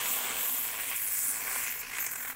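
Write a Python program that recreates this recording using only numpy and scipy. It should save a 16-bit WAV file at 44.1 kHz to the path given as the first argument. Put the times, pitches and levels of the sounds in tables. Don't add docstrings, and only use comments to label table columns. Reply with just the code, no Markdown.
import sys
import numpy as np
from scipy import signal
from scipy.fft import rfft, irfft, next_fast_len
from scipy.io import wavfile
from scipy.ndimage import map_coordinates

SR = 44100
rng = np.random.default_rng(int(sys.argv[2]) if len(sys.argv) > 2 else 0)


def wav_record(signal):
    frames = np.transpose(np.atleast_2d(signal))
    bounded = np.clip(frames, -1, 1)
    quanta = np.round(bounded * 32767).astype(np.int16)
    wavfile.write(sys.argv[1], SR, quanta)


N = 103987
TIME = np.arange(N) / SR

# (time [s], level [dB])
TOP_LEVEL = [(0.0, -36), (0.12, -28), (0.33, -39), (0.41, -29), (0.65, -30.5), (0.72, -38), (0.89, -36),
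             (0.94, -38), (0.96, -30.5), (1.32, -31.5), (1.34, -37), (1.6, -34), (1.81, -39), (1.83, -54),
             (1.97, -43), (2.01, -27.5), (2.085, -41), (2.31, -36.5), (2.36, -58)]
# (time [s], level [dB])
BODY_LEVEL = [(0.0, -37.5), (0.06, -36.5), (0.66, -41), (0.77, -45), (0.89, -38), (0.92, -45), (1.29, -32),
              (1.42, -44), (1.54, -35), (1.7, -41), (1.74, -48), (1.86, -54), (1.99, -40), (2.31, -47),
              (2.36, -68)]
# (time [s], level [dB])
SHOULDER_LEVEL = [(0, -49), (.13, -40), (.24, -57), (.35, -59), (.49, -42.5), (.74, -45), (.94, -50),
                  (1.02, -41.5), (1.3, -35.5), (1.4, -47.5), (1.6, -39.5), (1.86, -53.5), (2.04, -47.5),
                  (2.3, -53), (2.36, -57)]
# (time [s], middle level [dB], bass level [dB], upper edge level [dB])
SPUTTER_LEVEL = [(0, -39.5, -41.5, -39), (.14, -44, -45.5, -43), (.3, -40, -40.5, -40.5),
                 (.52, -48.5, -50, -46.5), (.75, -43.5, -47.5, -47.5), (.955, -39.5, -50.5, -46.5),
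                 (.975, -45, -55, -52), (1.27, -46, -54, -56), (1.36, -43, -48.5, -57),
                 (1.56, -38, -46, -53), (1.71, -40, -52.5, -53), (1.78, -43.5, -52.5, -66),
                 (1.97, -39, -50, -47.5), (2.12, -43.5, -53, -65), (2.31, -42.5, -53, -51.5),
                 (2.36, -58, -65, -77)]
# (time [s], level [dB])
FIZZ_LEVEL = [(0, -46), (.45, -49.5), (1.25, -50.5), (1.55, -46.5), (1.76, -53), (1.86, -48), (1.98, -52),
              (2.12, -65)]
# (time [s], level [dB])
HUM_LEVEL = [(.35, -59), (.8, -66.5), (1.6, -63.5)]

# (time [s], rate [puffs/s], depth [0-1])
PUFFS = [(0, 129, 0.12), (.7, 111, 0.38), (1.45, 97, 0.46), (1.56, 131, 0.38), (1.67, 110, 0.42),
         (1.76, 50, 0.46), (1.88, 62.5, 0.64), (2.09, 44, 0.62), (2.36, 40.7, 0.72)]
# (time [s], hiss centre [Hz], sputter centre [Hz])
CENTRES = [(0, 7900, 2200), (.75, 7900, 2253), (.88, 8530, 2455), (.97, 7780, 2393), (1.07, 8780, 2257),
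           (1.17, 7680, 2099), (1.27, 8580, 2058), (1.38, 7700, 2100), (1.56, 8290, 2148),
           (1.67, 6984, 2379), (1.94, 7900, 2244), (2.03, 7330, 2101), (2.3, 7720, 1902)]
# (time [s], sputter level [dB], hiss level [dB], decay [s])
SPITS = [(0.261, -36, -50, 0.0043), (0.79, -39, -48, 0.0036), (.919, -32.5, -50, 0.0028),
         (.93, -32, -44, 0.0025), (1.555, -31, -46, 0.0028), (1.983, -28.5, -34.5, 0.0068),
         (2.064, -35, -27, 0.0034), (2.157, -40, -31.5, 0.0029), (2.248, -33, -44, 0.0031),
         (2.299, -36.5, -47, 0.0063)]
# (time [s], length [s], top level [dB], body level [dB])
SPURTS = [(0.796, 0.027, -32.5, -43), (0.864, .04, -46, -41), (0.896, .017, -30, -47),
          (.954, 0.024, -41, -38.5), (1.068, 0.021, -38, -33.5), (1.702, 0.029, -31.5, -48),
          (1.786, 0.033, -37.5, -43.5), (2.109, 0.032, -34, -46.5), (2.201, 0.034, -37, -51),
          (2.278, .018, -33, -42)]
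# (time [s], gain [dB])
CHOKES = [(1.095, -1.5), (1.768, 0.5), (2.146, -1.5)]

# (frequency [Hz], density [dB per Hz])
TOP_SPECTRUM = [(9500, -21.5), (11500, -5), (12400, -3.5), (13400, -2), (14700, 0.5), (15700, -3.5),
                (17000, -1)]
BODY_SPECTRUM = [(3000, -58), (5400, -14.5), (6400, -7.5), (7200, -1), (7900, -2), (8700, -1), (9700, -5),
                 (13000, -47)]
SHOULDER_SPECTRUM = [(8800, -10), (9600, -0.5), (11400, -3.5), (12800, -14)]
# (frequency [Hz], density [dB per Hz])
MIDDLE_SPECTRUM = [(400, -43.5), (900, -14.5), (1400, -6), (1700, 0.5), (2000, 0), (2400, -1), (2750, -5),
                   (3300, -18), (6000, -20.5)]
BASS_SPECTRUM = [(100, -26), (180, -7.5), (320, -10), (400, -6.5), (550, -5.5), (760, -0.5), (1000, -0.5),
                 (1300, -2), (2000, -20.5)]
EDGE_SPECTRUM = [(1800, -53), (2600, 1), (3050, 1.5), (3450, -1), (4000, -6), (4700, -13), (7000, -32)]
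# (frequency [Hz], density [dB per Hz])
FIZZ_SPECTRUM = [(3500, -15), (4500, -2.5), (6000, 0.5), (9000, -18), (16000, -5)]
RUMBLE_SPECTRUM = [(25, 2.5), (44, -1), (65, -10.5), (110, -1.5), (400, -30)]
# (frequency [Hz], width [Hz], gain [dB])
LID_RINGS = [(1601, 21, -17), (1978, 44, -14), (2382, 46, -4)]

PUFF_JITTER, PUFF_JITTER_HZ, PUFF_SPREAD_DB = 0.072, 39.5, 2.15
PACE_SETTLES_S = 1.76
PUFF_PEAK_AT, PUFF_WIDTH = 0.45, 0.21
TOP_PUFFING, BODY_PUFFING, BASS_PUFFING = 0.22, 0.56, 1
SPIT_RISE_S, SPIT_BASS_DB = 0.001, -9
SPURT_EDGE_S, CHOKE_S = 0.0046, 0.0087
TOP_FLICKER_DB, BODY_FLICKER_DB, SPUTTER_FLICKER_DB, FLICKER_HZ = 2.5, 1.5, 0.5, 29.03
WHISTLE_DB, WHISTLE_WIDTH_HZ, WHISTLE_WANDER = -4, 450, 0.02
HISS_REST_HZ, SPUTTER_REST_HZ = 7900, 2200
SNAPS_PER_S, SNAP_HEIGHT, SNAP_S = 250, 0.82, 0.0011
GRAIN_DB, GRAIN_HZ = 1.03, 473
FIZZ_GRAIN_DB, FIZZ_GRAIN_HZ = 3.5, 900
HUM_HZ, HUM_WIDTH_HZ, HUM_WAVER_DB, HUM_WAVER_HZ, RUMBLE_DB = 256.8, 32, 3.5, 10, -63
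ECHO_DB, ECHO_SPAN_S, ROOM_DB, ROOM_T60_S = -13.5, 0.004, -11, 0.13
CUTOFF_HZ = 15750


def from_db(db):
    return 10 ** (np.asarray(db) / 20)


def rms_one(x):
    return x / np.sqrt(np.mean(x ** 2) + 1e-20)


def in_time(rows):
    times, *columns = np.transpose(rows)
    return [np.interp(TIME, times, column) for column in columns]


def drift(hz):
    pole = np.exp(-20 * np.pi * hz / SR)
    white = rng.standard_normal(N // 10 + 2002)
    slow = signal.lfilter([1], [1, -2 * pole, pole * pole], white)[2000:]
    return np.interp(np.arange(N) / 10, np.arange(len(slow)), rms_one(slow))


def resonate(x, hz, width_hz):
    radius = np.exp(-np.pi * width_hz / SR)
    zeros = np.array([1, 0, -1]) * (1 - radius * radius) / 2
    poles = [1, -2 * radius * np.cos(2 * np.pi * hz / SR), radius * radius]
    return signal.lfilter(zeros, poles, x)


def noise(spectrum, flicker_db=0, count=10):
    size = next_fast_len(N)
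    hz, db = np.transpose(spectrum)
    pitch = np.log(np.maximum(np.arange(size // 2 + 1) * SR / size, 1))
    low, high = np.log(hz[0]), np.log(hz[-1])
    outside = np.maximum(low - pitch, 0) + np.maximum(pitch - high, 0)
    colour = from_db(np.interp(pitch, np.log(hz), db)) * np.exp(-2 * outside)
    bins = rfft(rng.standard_normal(size)) * colour
    band = np.digitize(pitch, np.linspace(low, high, count + 1)[1:-1])
    total = 0
    for k in range(count):
        band_noise = irfft(bins * (band == k), size)[:N]
        total = total + band_noise * from_db(flicker_db * drift(FLICKER_HZ))
    return rms_one(total)


def glide(x, speed):
    return map_coordinates(x, [np.cumsum(speed) % (N - 1)], order=3)


def puffing():
    rate, depth = in_time(PUFFS)
    jitter = PUFF_JITTER * drift(PUFF_JITTER_HZ) * (TIME < PACE_SETTLES_S)
    turns = np.cumsum(rate * np.exp(jitter)) / SR
    turns = turns + (PUFF_PEAK_AT - np.interp(PACE_SETTLES_S, TIME, turns)) % 1
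    puff_db = PUFF_SPREAD_DB * np.clip(rng.standard_normal(N), -2, 2)
    strength = from_db(puff_db)[turns.astype(int)]
    shape = np.exp(-0.5 * ((turns % 1 - PUFF_PEAK_AT) / PUFF_WIDTH) ** 2)
    return np.clip(depth, 0, 1) * (rms_one(strength * shape) - 1)


def hiss(swing, spit, centre_hz):
    (top_db,), (body_db,), (shoulder_db,) = in_time(TOP_LEVEL), in_time(BODY_LEVEL), in_time(SHOULDER_LEVEL)
    top_spurt, body_spurt = spurts()
    top = np.hypot(from_db(top_db), top_spurt) * noise(TOP_SPECTRUM, TOP_FLICKER_DB)
    shoulder_level = np.hypot(from_db(shoulder_db), 0.5 * (body_spurt + spit))
    top += shoulder_level * noise(SHOULDER_SPECTRUM, TOP_FLICKER_DB, count=4)
    body = noise(BODY_SPECTRUM, BODY_FLICKER_DB)
    whistle = from_db(WHISTLE_DB) * resonate(body, HISS_REST_HZ, WHISTLE_WIDTH_HZ)
    wander = np.exp(WHISTLE_WANDER * drift(FLICKER_HZ))
    body = glide(rms_one(body + whistle), centre_hz / HISS_REST_HZ * wander)
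    flow = np.hypot(from_db(body_db), body_spurt) * (1 + BODY_PUFFING * swing)
    return (1 + TOP_PUFFING * swing) * top + np.hypot(flow, spit) * body


def sputter(swing, spit, centre_hz):
    middle_db, bass_db, edge_db = in_time(SPUTTER_LEVEL)
    flow = 1 + swing
    middle = glide(noise(MIDDLE_SPECTRUM, SPUTTER_FLICKER_DB), centre_hz / SPUTTER_REST_HZ)
    wet = np.hypot(from_db(middle_db) * flow, spit) * middle
    bass_flow = from_db(bass_db) * (1 + BASS_PUFFING * swing)
    bass_level = np.hypot(bass_flow, from_db(SPIT_BASS_DB) * spit)
    wet += bass_level * noise(BASS_SPECTRUM, SPUTTER_FLICKER_DB)
    wet += from_db(edge_db) * flow * noise(EDGE_SPECTRUM, SPUTTER_FLICKER_DB)
    wet *= crackle()
    return wet + sum(from_db(db) * resonate(wet, hz, width_hz) for hz, width_hz, db in LID_RINGS)


def crackle():
    snaps = (rng.random(N) < SNAPS_PER_S / SR) * rng.random(N)
    decaying = signal.lfilter([1], [1, -np.exp(-1 / (SNAP_S * SR))], snaps)
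    return rms_one(1 + SNAP_HEIGHT * decaying)


def fizz():
    level_db, = in_time(FIZZ_LEVEL)
    grain = from_db(FIZZ_GRAIN_DB * drift(FIZZ_GRAIN_HZ))
    return from_db(level_db) * rms_one(noise(FIZZ_SPECTRUM) * grain)


def stove():
    hum_db, = in_time(HUM_LEVEL)
    hum = rng.standard_normal(N + SR)
    for _ in range(2):
        hum = resonate(hum, HUM_HZ, HUM_WIDTH_HZ)
    waver = from_db(HUM_WAVER_DB * drift(HUM_WAVER_HZ))
    hum = rms_one(hum[SR:] * waver)
    return from_db(hum_db) * hum + from_db(RUMBLE_DB) * noise(RUMBLE_SPECTRUM)


def kitchen(x, count=14):
    age = np.arange(SR // 2) / SR
    tail = rng.standard_normal(len(age)) * from_db(-60 * age / ROOM_T60_S) * (age > ECHO_SPAN_S)
    response = from_db(ROOM_DB) * tail / np.linalg.norm(tail)
    lags = (rng.uniform(0.15, 1, count) * ECHO_SPAN_S * SR).astype(int)
    response[lags] += from_db(ECHO_DB) * rng.choice([-1, 1], count) / np.sqrt(count)
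    response[0] = 1
    return signal.fftconvolve(x, response / np.linalg.norm(response))[:N]


def spits():
    wet, bright = 0, 0
    for start_s, wet_db, bright_db, decay_s in SPITS:
        age = np.maximum(TIME - start_s, 0)
        decay = np.exp(-np.clip((age - SPIT_RISE_S) / decay_s, 0, 20))
        burst = np.minimum(age / SPIT_RISE_S, 1) * decay
        wet = wet + from_db(wet_db) * burst
        bright = bright + from_db(bright_db) * burst
    return wet, bright


def spurts():
    top, body = 0, 0
    for start_s, length_s, top_db, body_db in SPURTS:
        to_edge_s = np.minimum(TIME - start_s, start_s + length_s - TIME)
        gate = np.clip(to_edge_s / SPURT_EDGE_S, 0, 1)
        top = top + from_db(top_db) * gate
        body = body + from_db(body_db) * gate
    return top, body


def choking():
    return from_db(sum(db * np.exp(-((TIME - s) / CHOKE_S) ** 2) for s, db in CHOKES))


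def scene():
    swing = puffing()
    wet_spit, bright_spit = spits()
    hiss_hz, sputter_hz = in_time(CENTRES)
    grain = rms_one(from_db(GRAIN_DB * drift(GRAIN_HZ)))
    steam = hiss(swing, bright_spit, hiss_hz) + sputter(swing, wet_spit, sputter_hz)
    valve = grain * choking() * steam
    return (kitchen(valve + fizz()) + stove())[None]


def record(dry):
    lowpass = signal.ellip(14, 0.1, 80, CUTOFF_HZ, fs=SR, output="sos")
    return signal.sosfilt(lowpass, dry)


dry = scene()
out = record(dry)
wav_record(out)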